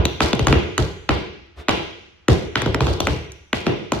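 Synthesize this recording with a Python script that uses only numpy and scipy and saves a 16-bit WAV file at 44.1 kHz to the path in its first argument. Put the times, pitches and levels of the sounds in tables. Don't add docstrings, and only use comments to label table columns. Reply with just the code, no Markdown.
import sys
import numpy as np
from scipy import signal
from scipy.fft import rfft, irfft
from scipy.io import wavfile
from scipy.ndimage import uniform_filter1d

SR = 44100
rng = np.random.default_rng(int(sys.argv[2]) if len(sys.argv) > 2 else 0)


def inscribe(sig):
    pcm = np.round(np.clip(np.atleast_2d(sig).T, -1, 1) * 32767)
    wavfile.write(sys.argv[1], SR, pcm.astype(np.int16))


N = 176400

# start_s, clack_pitch_hz, ring_pitch_hz, knock_db, clack_db, ring_db, tick_db,
# boom_db, thud_db, scuff_db, room_send_db
TAPS = [(-0.045,1050,2840,-28,-25.5,-32,-47,-11,-13.5,-64,11.5),
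        (0.053,980,3390,-13,-23,-14.5,-19,-52,-56,-56,-4),
        (0.205,1295,2440,-12.5,-12,-18,-26,-21.5,-19.5,-28.5,1.5),
        (0.3305,1020,3290,-10,-17,-15.5,-27,-41,-18.5,-54,-6),
        (0.393,1210,2760,-13,-23,-21.5,-29,-19.5,-19.5,-44,-1.5),
        (0.4695,1170,2780,-13,-11,-19,-19.5,-14.5,-12,-35.5,-2),
        (0.526,1400,2350,-6.5,-14,-18.5,-30,-14,-16.5,-58,0.5),
        (0.779,1184,3850,-24,-14,-16.5,-19,-15.5,-15.5,-36.5,-3.5),
        (1.091,1306,2620,-11,-13,-16,-30,-17,-17,-41,0), (1.684,1260,2420,-10.5,-15,-18,-27,-36,-23,-43,0),
        (1.692,1200,2750,-25,-14,-14.5,-25,-29.5,-23,-38,1),
        (2.283,1400,2970,-5,-13.5,-19,-22,-13,-11,-33,0),
        (2.556,1484,2900,-17.5,-13.5,-16.5,-31,-30.5,-22.5,-42,1),
        (2.6185,1510,2870,-19,-21,-27,-26.5,-37,-20,-52,-14),
        (2.66,1020,2930,-11,-21.5,-26,-35,-21,-15.5,-48,-6.5),
        (2.745,1400,2380,-14.5,-16.5,-30,-25.5,-32,-19.5,-65,-9.5),
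        (2.806,1020,2990,-18,-17,-20.5,-31,-19,-14.5,-38,-0.5),
        (2.868,1010,3200,-20.5,-21.5,-25.5,-32.5,-16.5,-18.5,-39,4),
        (3.003,1070,3700,-16,-18.5,-17,-20.5,-26,-21.5,-42,-4.5),
        (3.07,1290,2150,-19,-15.5,-20.5,-26.5,-17.5,-17,-38.5,-3),
        (3.53,1630,2590,-12,-16,-18.5,-28.5,-32,-28.5,-38,-3.5),
        (3.666,1350,2880,-9.5,-19,-21,-29.5,-37,-17,-49,2),
        (3.92,1050,2360,-12,-15,-23.5,-25,-33,-23,-39.5,-2)]
# start_s, ring_db, tick_db
TOUCHES = [(0.351, -35, -36), (0.482, -23, -34), (3.015, -36, -43), (3.319, -62, -38.5)]
# pitch_hz, level_db (relative within its band), t60_s
PLATE_MODES = [(890, -6.5, 0.026), (1290, 5, 0.018), (1606, 4, 0.0092), (2488, 4, 0.012),
               (3077, 4.5, 0.015), (3430, -2, 0.025), (6274, 13.5, 0.017), (7170, 4, 0.022),
               (11410, -12, 0.009)]
# pitch_hz, level_db (relative), t60_s
SOLE_MODES = [(222, -1.5, 0.044), (309, -1, 0.036), (423.5, 0.5, 0.024), (581, -6, 0.022)]
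# pitch_hz, level_db (relative), t60_s
FLOOR_MODES = [(57.6, -10, 0.26), (71.5, -3, .24), (85, -7, 0.28), (99.2, -11.5, 0.16), (130, 2.5, 0.084)]
# centre_hz, density_db_per_hz (relative), t60_s
BOARD_BANDS = [(91, -4.5, 0.89), (109, 7.5, 0.32), (161, -0.5, 0.51), (244, -6, 0.17), (287, -5, 0.39),
               (423, -6, 0.67), (530, -12.5, 0.51), (790, -16, 0.38), (1400, -28, 0.23)]
# centre_hz, density_db_per_hz (relative), t60_s
SCUFF_BANDS = [(700, -4.5, .13), (1500, -26.5, 0.13), (3200, 9.5, 0.17), (4340, 5.5, 0.54),
               (6900, -4, 0.41), (12200, -15.5, 0.39)]
# centre_hz, density_db_per_hz (relative), t60_s
LINGER_BANDS = [(45, -16, 0.65), (72.3, 4.5, 1), (111, -5, 0.92)]
# centre_hz, density_db_per_hz (relative), t60_s
ROOM_BANDS = [(48.7, -7.5, 0.66), (143, -7, 0.68), (352, 2, 0.7), (1030, -2.5, 0.56), (1510, -9, 0.76),
              (2700, -2, 0.88), (3850, -4, 0.78), (5560, -10.5, 1), (8050, -17, 1), (13900, -6, 0.42)]
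# frequency_hz, lead_rad
PORT_LEAD = [(200, -1), (1000, 0.47), (3500, 0.36), (6000, 3.5), (7800, 1.5), (10200, 3), (12500, 8.5)]
# frequency_hz, density_db_per_hz (relative)
AIR_SPECTRUM = [(25, -15), (70, -2), (400, -29), (1500, -23), (14000, -69)]
# frequency_hz, density_db_per_hz (relative)
BRUSH_SPECTRUM = [(450, 4), (3500, -8.5), (14000, -34)]
# frequency_hz, density_db_per_hz (relative)
EARLY_SPECTRUM = [(100, -5), (500, 7.0), (3000, 4.5), (14000, -13.5)]

CLACK_TOP_HZ, RING_TOP_HZ, TOP_HZ = 1850, 4600, 13600
CRACK_DB, CRACK_DECAY_S, SNAP_TOP_HZ, CONTACT_RISE_S = -2, 0.002, 7400, 0.00008
BEND_S = 0.00111
PITCH_SPREAD, MODE_SPREAD_DB = 0.042, 2
AHEAD_S, AHEAD_DB, AHEAD_TOP_HZ = 0.00215, -14, 2400
CEILING_LAG_S, CEILING_DB = .0168, -23.5
SOLE_LAG_S, SOLE_RISE_S = .0016, 0.0019
BOARD_LAG_S, BOARD_RISE_S = 0.00607, 0.0024
FLOOR_LAG_S, FLOOR_RISE_S = 0.01337, 0.0095
LINGER_DB = -11.5
SCUFF_LAG_S, GRIT_DB, GRIT_S = 0.0098, 4.5, 0.0022
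PLATE_HOLD_S, SOLE_HOLD_S, BOARD_HOLD_S, FLOOR_HOLD_S, SCUFF_HOLD_S = 0.0056, 0.0028, 0.023, 0.032, 0.08
BOARD_SIDE, FLOOR_SIDE, ROOM_SIDE, PLATE_SIDE = 0.34, 0.28, 1, 0.36
PUSH_S, PUSH_LENGTH_S, BRUSH_DB, FLEX_DB = 1.55, .1, -44.5, -40.5
ROOM_LAG_S, ROOM_RISE_S, ROOM_DB = .006, 0.014, -7.5
EARLY_DB, EARLY_DECAY_S = -12, 0.029
SPOTS, RIPPLE_DB, RIPPLE_HZ = 5, 3, 70
PLATE_BLEND_HZ, SOLE_BLEND_HZ = 920, 210
AIR_DB = -58


def tap(spot, clack_hz, ring_hz, knock_db, clack_db, ring_db, tick_db, boom_db, thud_db, scuff_db, room_db):
    metal = plate(clack_hz, ring_hz, clack_db, ring_db, tick_db)
    through_floor = signal.butter(2, AHEAD_TOP_HZ, fs=SR, output="sos")
    ahead = undb(AHEAD_DB) * signal.sosfilt(through_floor, metal)
    knock = sole_knock(knock_db)
    boom, linger = floor_boom(boom_db)
    blended = blend(metal, PLATE_BLEND_HZ) + blend(knock, SOLE_BLEND_HZ)
    walls = undb(room_db) * echo(blended, spot)
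    return [
        (ahead, -AHEAD_S),
        (metal, 0),
        (knock, SOLE_LAG_S),
        (board_thud(thud_db), BOARD_LAG_S),
        (plate_scuff(scuff_db), SCUFF_LAG_S),
        (boom, FLOOR_LAG_S),
        (linger, FLOOR_LAG_S),
        (walls, ROOM_LAG_S),
        (undb(CEILING_DB) * metal, CEILING_LAG_S),
    ]


def plate(clack_hz, ring_hz, clack_db, ring_db, tick_db):
    count = 2048
    t, hz = np.arange(count) / SR, np.fft.rfftfreq(count, 1 / SR)
    clack_ref_hz, ring_ref_hz = PLATE_MODES[1][0], PLATE_MODES[4][0]
    edges_hz = [PLATE_MODES[0][0] * 2 / 3, CLACK_TOP_HZ, RING_TOP_HZ, TOP_HZ + 1000]
    levels_db = (clack_db, ring_db, tick_db)
    stretches = (clack_hz / clack_ref_hz, ring_hz / ring_ref_hz, 1)

    crack = sized(pair(count, PLATE_SIDE) * np.exp(-t / CRACK_DECAY_S), CRACK_DB, 1 / SR)
    soften = signal.butter(2, SNAP_TOP_HZ, fs=SR, output="sos")
    contact = signal.sosfilt(soften, (t == 0) + crack)

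    out = 0
    for lo, hi, db, stretch in zip(edges_hz, edges_hz[1:], levels_db, stretches):
        band_modes = [(f * stretch, size, t60) for f, size, t60 in PLATE_MODES if lo < f <= hi]
        modes = ring(band_modes, CONTACT_RISE_S, PLATE_SIDE, count, sign=1)
        band = signal.butter(2, [lo * stretch, hi * stretch], "band", fs=SR, output="sos")
        snap = signal.sosfilt(band, contact)
        out = out + sized(sized(modes, 0, 1) + sized(snap, 0, 1), db, PLATE_HOLD_S)

    bending = 2 * np.pi * 2 * BEND_S * np.sqrt(hz * clack_ref_hz)
    phase = np.outer([0, -1], along(hz, PORT_LEAD, 1)) - bending
    fade = signal.windows.tukey(2 * count, .5)[count:]
    return irfft(rfft(out) * np.exp(1j * phase), count) * fade


def sole_knock(db):
    return sized(ring(SOLE_MODES, SOLE_RISE_S, PLATE_SIDE, SR // 10), db, SOLE_HOLD_S)


def board_thud(db):
    return sized(wash(BOARD_BANDS, BOARD_SIDE, BOARD_RISE_S, 16384), db, BOARD_HOLD_S)


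def floor_boom(db):
    boom = sized(ring(FLOOR_MODES, FLOOR_RISE_S, FLOOR_SIDE, 12288), db, FLOOR_HOLD_S)
    linger = wash(LINGER_BANDS, FLOOR_SIDE, FLOOR_RISE_S, 24576)
    return boom, sized(linger, db + LINGER_DB, FLOOR_HOLD_S)


def plate_scuff(db):
    scrape = wash(SCUFF_BANDS, ROOM_SIDE, BOARD_RISE_S, 8192)
    return sized(scrape * grit(8192), db, SCUFF_HOLD_S)


def grit(count):
    size = max(int(GRIT_S * SR), 1)
    return undb(GRIT_DB * np.sqrt(size) * uniform_filter1d(rng.standard_normal(count), size))


def push_off(spot):
    swell = np.hanning(int(PUSH_LENGTH_S * SR))
    brush = colour(pair(len(swell), PLATE_SIDE), BRUSH_SPECTRUM)
    brush = sized(brush * swell, BRUSH_DB, PUSH_LENGTH_S)
    flex = np.sin(2 * np.pi * FLOOR_MODES[1][0] * np.arange(len(swell)) / SR)
    flex = sized(flex * swell ** 2, FLEX_DB, PUSH_LENGTH_S)
    out = echo(brush[0], spot)
    add(out, brush + flex, 0)
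    return out


def room(ripple_db):
    t = np.arange(SR) / SR
    tail = wash(ROOM_BANDS, ROOM_SIDE, ROOM_RISE_S, SR)
    tail = irfft(rfft(tail) * undb(ripple_db), SR)
    tail *= signal.windows.tukey(2 * SR, .5)[SR:]
    scatter = pair(SR, ROOM_SIDE) * grit(SR)
    early = colour(scatter, EARLY_SPECTRUM) * np.exp(-t / EARLY_DECAY_S)
    return sized(tail, ROOM_DB, 1 / SR) + sized(early, EARLY_DB, 1 / SR)


def blend(x, width_hz):
    count = 8192
    power = np.mean(np.abs(rfft(x, count)) ** 2, axis=0)
    power = uniform_filter1d(power, int(width_hz * count / SR) + 1)
    pulse = irfft(np.sqrt(np.abs(power)), count)
    return np.roll(pulse, 128)[:256] * np.hanning(256)


def echo(pulse, spot):
    return signal.oaconvolve(pulse[None], spot, axes=1)


def still_air():
    return sized(colour(pair(N, BOARD_SIDE), AIR_SPECTRUM), AIR_DB, N / SR)


def ring(modes, rise_s, side, count, sign=-1):
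    t, out = np.arange(count) / SR, 0
    ports = side * np.array([[1], [-1]]) / np.sqrt(2)
    draws = rng.standard_normal((len(modes), 4))
    for k, ((hz, db, t60_s), (detune, size, pan, skew)) in enumerate(zip(modes, draws)):
        pitch_hz = hz * (1 + PITCH_SPREAD * detune)
        wave = np.sin(2 * np.pi * pitch_hz * t + skew * ports) * np.exp(pan * ports)
        gain = sign ** k * undb(db + MODE_SPREAD_DB * size)
        out = out + gain * wave * np.exp(-np.log(1000) * t / t60_s)
    return out * (1 - np.exp(-(t / rise_s) ** 2))


def wash(table, side, rise_s, count):
    t, hz = np.arange(count) / SR, np.fft.rfftfreq(count, 1 / SR)
    spectrum = rfft(pair(count, side)) * undb(along(hz, table, 1))
    centres_hz, out = [row[0] for row in table], 0
    low_skirt = 1 + (centres_hz[0] / (hz + 1) / 1.3) ** 4
    high_skirt = 1 + (hz / centres_hz[-1] / 1.3) ** 4
    for share, row in zip(np.eye(len(table)), table):
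        band = np.interp(np.log(hz + 1), np.log(centres_hz), share) / low_skirt / high_skirt
        out = out + irfft(spectrum * band, count) * np.exp(-np.log(1000) * t / row[2])
    return out * (1 - np.exp(-t / rise_s))


def pair(count, side):
    a, b = rng.standard_normal((2, count))
    return np.array([a + side * b, a - side * b]) / np.sqrt(1 + side ** 2)


def colour(x, table):
    count = x.shape[-1]
    return irfft(rfft(x) * undb(along(np.fft.rfftfreq(count, 1 / SR), table, 1)), count)


def along(hz, table, column):
    table = np.array(table, float)
    return np.interp(np.log(hz + 1), np.log(table[:, 0]), table[:, column])


def undb(db):
    return 10 ** (np.asarray(db) / 20)


def sized(x, db, seconds):
    energy = np.mean(np.sum(np.atleast_2d(x) ** 2, axis=1))
    return x * undb(db) * np.sqrt(seconds * SR / energy)


def add(out, x, start_s):
    i = int(round(start_s * SR))
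    x = x[..., max(-i, 0):max(out.shape[-1] - i, 0)]
    out[:, max(i, 0):max(i, 0) + x.shape[-1]] += x


def scene():
    out = still_air()
    ripple = uniform_filter1d(rng.standard_normal(SR // 2 + 1), RIPPLE_HZ) * np.sqrt(RIPPLE_HZ)
    spots = [room(RIPPLE_DB * ripple) for _ in range(SPOTS)]
    add(out, push_off(spots[0]), PUSH_S)
    for k, (start_s, *strike) in enumerate(TAPS):
        for burst, lag_s in tap(spots[k % SPOTS], *strike):
            add(out, burst, start_s + lag_s)
    for start_s, ring_db, tick_db in TOUCHES:
        touch = plate(PLATE_MODES[1][0], PLATE_MODES[5][0], ring_db - 5.0, ring_db, tick_db)
        add(out, touch, start_s)
        add(out, echo(blend(touch, PLATE_BLEND_HZ), spots[0]), start_s + ROOM_LAG_S)
    return out


def record(dry):
    rounded = dry / (1 + dry ** 6) ** (1 / 6)
    return signal.sosfilt(signal.ellip(8, .2, 70, TOP_HZ, fs=SR, output="sos"), rounded)


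dry = scene()
out = record(dry)
inscribe(out)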